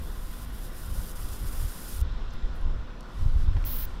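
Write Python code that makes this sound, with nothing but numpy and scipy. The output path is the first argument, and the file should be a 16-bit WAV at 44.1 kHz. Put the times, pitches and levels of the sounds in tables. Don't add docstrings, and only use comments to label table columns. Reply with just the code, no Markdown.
import sys
import numpy as np
from scipy import signal
from scipy.fft import rfft, irfft
from scipy.io import wavfile
from scipy.ndimage import uniform_filter1d

SR = 44100
rng = np.random.default_rng(int(sys.argv[2]) if len(sys.argv) > 2 else 0)


def store_wav(level_fs):
    pcm = np.round(np.clip(np.atleast_2d(level_fs), -1, 1) * 32767)
    wavfile.write(sys.argv[1], SR, pcm.T.astype(np.int16))


N = 176400
T = np.arange(N) / SR


def amp(db):
    return 10 ** (np.asarray(db) / 20)


def unit(x):
    return x / np.sqrt(np.mean(x ** 2) + 1e-20)


def curve(rows, column=1):
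    rows = np.array(rows)
    return np.interp(T, rows[:, 0], rows[:, column])


def colour(x, spectrum, resonances=()):
    hz = np.fft.rfftfreq(N, 1 / SR)
    points_hz, points_db = np.transpose(spectrum)
    db = np.interp(np.log(hz + 1), np.log(points_hz + 1), points_db)
    db += sum(gain * np.exp(-((hz - centre) / width) ** 2) for centre, width, gain in resonances)
    return unit(irfft(rfft(x) * amp(db), N))


def band(x, centre_hz, octaves):
    hz = np.fft.rfftfreq(len(x), 1 / SR)
    bell = np.exp(-.5 * (np.log2((hz + 1) / centre_hz) / octaves) ** 2)
    return irfft(rfft(x) * bell, len(x))


def noise():
    return rng.standard_normal(N)


def wander(rate_hz):
    hz = np.fft.rfftfreq(N, 1 / SR)
    return unit(irfft(rfft(noise()) * (hz > 0) / (1 + (hz / rate_hz) ** 4), N))


def add(mix, start_s, sound):
    part = mix[round(start_s * SR):][:len(sound)]
    part += sound[:len(part)]


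def add_burst(mix, start_s, burst, peak_db, centre_hz, octaves):
    lead = len(burst) // 2
    sound = band(np.roll(burst, lead), centre_hz, octaves)
    add(mix, start_s - lead / SR, amp(peak_db) * sound / abs(sound).max())


def stereo(source, side_db):
    return source() + amp(side_db) * np.array([[1], [-1]]) * source()


def arc_hiss():
    # time in seconds, relative level in dB.
    levels = [(0.0, -55), (0.29, -52), (0.45, -49.5), (0.46, -58.5), (0.65, -49), (0.71, -57), (0.78, -49),
              (0.86, -49), (0.88, -52), (0.93, -48), (1.1, -45.5), (1.15, -58), (1.16, -47), (1.33, -47),
              (1.38, -49), (1.59, -45.5), (1.85, -46), (1.94, -44.5), (2.01, -49.5)]
    # frequency in Hz, relative density in dB.
    spectrum = [(800, -5.5), (2000, -12), (3500, -7), (5300, -4), (8000, -4.5), (9600, 0.5), (10600, -2.5),
                (11400, 1), (12200, -4), (14500, -1), (15150, -5), (15600, -9.5)]
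    # centre in Hz, width in Hz, gain in dB.
    resonances = [(2900, 140, 3.5), (4480, 100, -5), (4880, 220, 3), (6230, 85, -15), (7120, 75, -20),
                  (7400, 130, 3), (8000, 200, -5), (8470, 140, 2.5), (8770, 65, -14), (9900, 140, 2),
                  (11420, 140, 2.5), (12750, 80, -7), (13020, 140, 4)]
    off_s, grain_db, flutter_db, trim_db = 2.014, 2, 1, -0.5
    discharges = noise() * amp(grain_db * wander(1800) + flutter_db * wander(28))
    return colour(discharges, spectrum, resonances) * amp(curve(levels) + trim_db) * (T < off_s)


def wind():
    # time in seconds, relative level in dB.
    levels = [(0.0, -34), (0.04, -33.5), (0.33, -34), (0.36, -39.5), (0.46, -36.5), (0.62, -35),
              (0.8, -38.5), (0.9, -31.5), (1.0, -27), (1.06, -38.5), (1.27, -30.5), (1.39, -38.5),
              (1.44, -26.5), (1.52, -32.5), (1.65, -25), (1.73, -41), (1.88, -39), (1.99, -29), (2.15, -30),
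              (2.5, -32.5), (2.59, -32.5), (2.66, -21), (2.81, -32.5), (2.87, -37.5), (3.13, -43.5),
              (3.22, -22), (3.39, -20.5), (3.72, -28.5), (3.88, -30.5), (4.0, -36)]
    # frequency in Hz, relative density in dB.
    lull_spectrum = [(8, 1), (22, 3.5), (40, 3), (65, -8), (100, -15), (160, -31.5), (400, -61),
                     (2000, -110)]
    gust_spectrum = [(8, -11), (22, 14), (40, -3.5), (70, 0.5), (105, -8), (160, -21), (400, -42),
                     (2000, -110)]
    lull_db, gust_db, trim_db = -32.5, -21.5, 1
    level_db, eddies = curve(levels), noise()
    force = np.clip((level_db - lull_db) / (gust_db - lull_db), 0, 1)
    rumble = (1 - force) * colour(eddies, lull_spectrum) + force * colour(eddies, gust_spectrum)
    running_rms = np.sqrt(uniform_filter1d(uniform_filter1d(rumble ** 2, size=3000), size=2000))
    return rumble / running_rms * amp(level_db + trim_db)


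def shore():
    # frequency in Hz, relative density in dB.
    spectrum = [(30, -9), (150, 12.5), (300, 4.5), (420, 2.5), (620, 0), (900, -1), (1030, 2.5), (1300, 0),
                (1470, 2.5), (1620, -4.5), (1950, -5.5), (2150, -10), (2550, -9.5), (2850, -9.5),
                (3100, -9), (3500, -7.5), (4200, -14.5), (4600, -16.5), (5400, -15), (6500, -25),
                (8100, -26.5)]
    # time in seconds, treble gain in dB.
    treble = [(0, 0), (2.45, 1.5), (2.9, -1.5), (3.4, 0.5), (4, 0.5)]
    base_db, patch_db, top_hz = -48, 1.22, 8400
    hz, t, wash = signal.stft(colour(noise(), spectrum), SR, nperseg=1024, noverlap=768)
    patches = uniform_filter1d(rng.standard_normal(wash.shape), size=10, axis=0)
    patches = unit(uniform_filter1d(patches, size=16, axis=1))
    treble_db = np.outer(np.clip(hz / 1500, 0, 1), np.interp(t, *np.transpose(treble)))
    lowpass = 1 / (1 + (hz[:, None] / top_hz) ** 20)
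    wash = wash * lowpass * amp(base_db + patch_db * patches + treble_db)
    return signal.istft(wash, SR, nperseg=1024, noverlap=768)[1][:N]


def engine():
    # multiple of the firing rate, relative level in dB.
    orders = [(2.5, -59), (3, -59), (3.5, -61), (4, -55), (5, -60.5), (6, -62.5), (7, -65)]
    # frequency in Hz, level in dB.
    whine = [(511, -63), (1023, -68.5)]
    firing_hz, drift, trim_db, waver_db = 60.15, .004, -3.5, 2.5
    clock_s = np.cumsum(1 + drift * wander(4.52)) / SR
    lines = [(order * firing_hz, db + trim_db) for order, db in orders] + whine
    out = np.zeros(N)
    for hz, db in lines:
        waver = amp(waver_db * wander(3.8))
        out += amp(db) * unit(waver * np.sin(2 * np.pi * (hz * clock_s + rng.random())))
    return out


def foam():
    # time in seconds, level in dB.
    levels = [(0, -69), (1.6, -71), (2.15, -62), (2.45, -65.5), (2.8, -76), (4, -68)]
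    # frequency in Hz, relative density in dB.
    spectrum = [(1500, -11), (2900, -24), (3500, -4), (4150, -4.5), (4550, -20), (7500, -26), (10000, -52)]
    return colour(noise(), spectrum) * amp(curve(levels))


def buffets():
    # centre in seconds, relative peak in dB, half length in seconds.
    eddies = [(1.636, -28, .005), (2.024, -20, .004), (2.444, -23, .007), (3.262, -22.5, .0028),
              (3.362, -19.5, .004), (3.487, -23, .0035), (3.571, -25, .003)]
    out = np.zeros(N)
    for centre_s, db, half_s in eddies:
        offset = (T - centre_s) / half_s
        out += amp(db) * offset * np.exp(.5 - .5 * offset ** 2)
    return out


def arc_snaps():
    # start in seconds, peak in dB, centre in Hz, width in octaves.
    snaps = [(2.0145, -23, 7500, 1.9), (3.651, -23, 14000, .7), (3.854, -33, 5500, 1.3)]
    tail_db, tail_s = -8, .007
    out, t = np.zeros(N), np.arange(4096) / SR
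    for start_s, peak_db, centre_hz, octaves in snaps:
        tail = rng.standard_normal(len(t)) * np.exp(-t / tail_s)
        crack = (t == 0) + amp(tail_db) * tail / np.linalg.norm(tail)
        add_burst(out, start_s, crack, peak_db, centre_hz, octaves)
    return out


def handling():
    # start in seconds, peak in dB, centre in Hz, width in octaves, decay in seconds.
    ticks = [(2.337, -44, 5000, .7, .0015), (2.613, -55, 9500, .3, .002), (3.567, -34, 560, 1.3, .007),
             (3.627, -48, 6000, 1.0, .001), (3.6415, -31.5, 1800, 1.0, .0015)]
    # start and length in seconds, first and last pitch in Hz, peak in dB.
    squeak = (2.301, .013, 5700, 6700, -55)
    out, t = np.zeros(N), np.arange(2048) / SR
    for start_s, peak_db, centre_hz, octaves, decay_s in ticks:
        burst = rng.standard_normal(len(t)) * np.exp(-t / decay_s)
        add_burst(out, start_s, burst, peak_db, centre_hz, octaves)
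    start_s, length_s, from_hz, to_hz, peak_db = squeak
    t = np.arange(0, length_s, 1 / SR)
    jitter = .1 * wander(1500)[:len(t)]
    pitch_hz = np.linspace(from_hz, to_hz, len(t)) * (1 + jitter)
    envelope = amp(peak_db) * np.sin(np.pi * t / length_s)
    add(out, start_s, envelope * np.sin(2 * np.pi * np.cumsum(pitch_hz) / SR))
    return out


def paper_scrapes():
    # middle and half length in seconds, level in dB, centre in Hz, width in octaves.
    strokes = [(2.34, .012, -68, 12500, .35), (2.559, .009, -68, 11500, .4), (2.59, .035, -74, 10000, .35)]
    grain_db = 2.5
    grains = noise() * amp(grain_db * wander(400))
    out = np.zeros(N)
    for middle_s, half_s, db, centre_hz, octaves in strokes:
        swell = np.exp(-.5 * ((T - middle_s) / half_s) ** 2)
        out += amp(db) * swell * unit(band(grains, centre_hz, octaves))
    return out


def rustle():
    # time in seconds, level in dB.
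    levels = [(2.98, -74), (3.12, -64.5), (3.22, -57.5), (3.32, -63.5), (3.42, -58), (3.49, -68.5),
              (3.6, -62.5), (3.9, -61.5), (4.0, -69)]
    # frequency in Hz, relative density in dB.
    spectrum = [(1500, -6), (4500, 0), (7000, -6), (11000, -8), (15000, -13), (15800, -22)]
    grain_db = 1.4
    grains = noise() * amp(grain_db * wander(780))
    return colour(grains, spectrum) * amp(curve(levels))


def lid_taps():
    # start in seconds, peak in dB, contact time in seconds.
    taps = [(3.008, -37, .00001), (3.030, -46, .0001)]
    # frequency in Hz, relative level in dB, decay in seconds.
    modes = [(1080, -11, .006), (3010, -9, .002), (4400, -3, .0014), (5650, 0, .0011), (6900, -6, .001),
             (8300, -5, .0012), (10000, -4, .001), (11300, -7, .001)]
    out, t = np.zeros(N), np.arange(2048) / SR
    for start_s, peak_db, contact_s in taps:
        ring = np.zeros(len(t))
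        for hz, db, decay_s in modes:
            drive = amp(db) / np.hypot(1, (np.pi * hz * contact_s) ** 2)
            ring += drive * np.exp(-t / decay_s) * np.sin(2 * np.pi * (hz * t + rng.random()))
        add(out, start_s, amp(peak_db) * ring / abs(ring).max())
    return out


def arc_buzz():
    # time in seconds, sparks per second, level in dB.
    burn = [(3.652, 500, -31.5), (3.68, 570, -32), (3.71, 590, -33.5), (3.74, 500, -31.5),
            (3.78, 420, -31.5), (3.81, 660, -33.5), (3.835, 310, -31), (3.855, 370, -32.5)]
    # frequency in Hz, relative density in dB.
    spectrum = [(600, -8.5), (2000, -14), (3700, -9), (5500, -11.5), (7000, -19), (8600, -18.5),
                (10000, -10.5), (12300, -4), (13700, 3), (15500, 5)]
    jitter, spread_db, sizzle_db, tail_s = .09, 1.2, 0.5, 0.0023
    lit = (T >= burn[0][0]) & (T < burn[-1][0])
    cycles = np.cumsum(curve(burn) * (1 + jitter * wander(300))) / SR
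    sparks = np.diff(np.floor(cycles), prepend=0) * lit * amp(spread_db * noise())
    sizzle = signal.lfilter([1], [1, -np.exp(-1 / (tail_s * SR))], sparks) * noise()
    buzz = colour(unit(sparks) + amp(sizzle_db) * unit(sizzle), spectrum)
    buzz *= np.sqrt(lit.mean())
    return buzz * amp(curve(burn, column=2))


def scatter(x):
    level_db, decay_s = -18.5, 0.01
    t = np.arange(3000) / SR
    tails = rng.standard_normal((2, len(t))) * np.exp(-t / decay_s)
    tails /= np.linalg.norm(tails, axis=1, keepdims=True)
    return x + amp(level_db) * signal.fftconvolve(x[None], tails, axes=1)[:, :N]


def scene():
    near = stereo(arc_hiss, side_db=-16) + stereo(rustle, side_db=-15)
    near += scatter(arc_buzz() + arc_snaps() + handling() + paper_scrapes() + lid_taps())
    beach = stereo(shore, side_db=-37.5) + foam() + engine()
    return near + beach + wind() + 2 * buffets()


def record(dry):
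    # frequency in Hz, relative density in dB.
    hiss_spectrum = [(300, 8), (4000, 9), (7000, 4), (9000, 0), (15000, -1), (15800, -10)]
    hiss_db, cutoff_hz = -70.5, 15780
    hiss = amp(hiss_db) * np.array([colour(noise(), hiss_spectrum) for _ in dry])
    lowpass = signal.firwin(511, cutoff_hz, window=("kaiser", 9), fs=SR)
    return signal.oaconvolve(dry + hiss, lowpass[None], "same")


dry = scene()
out = record(dry)
store_wav(out)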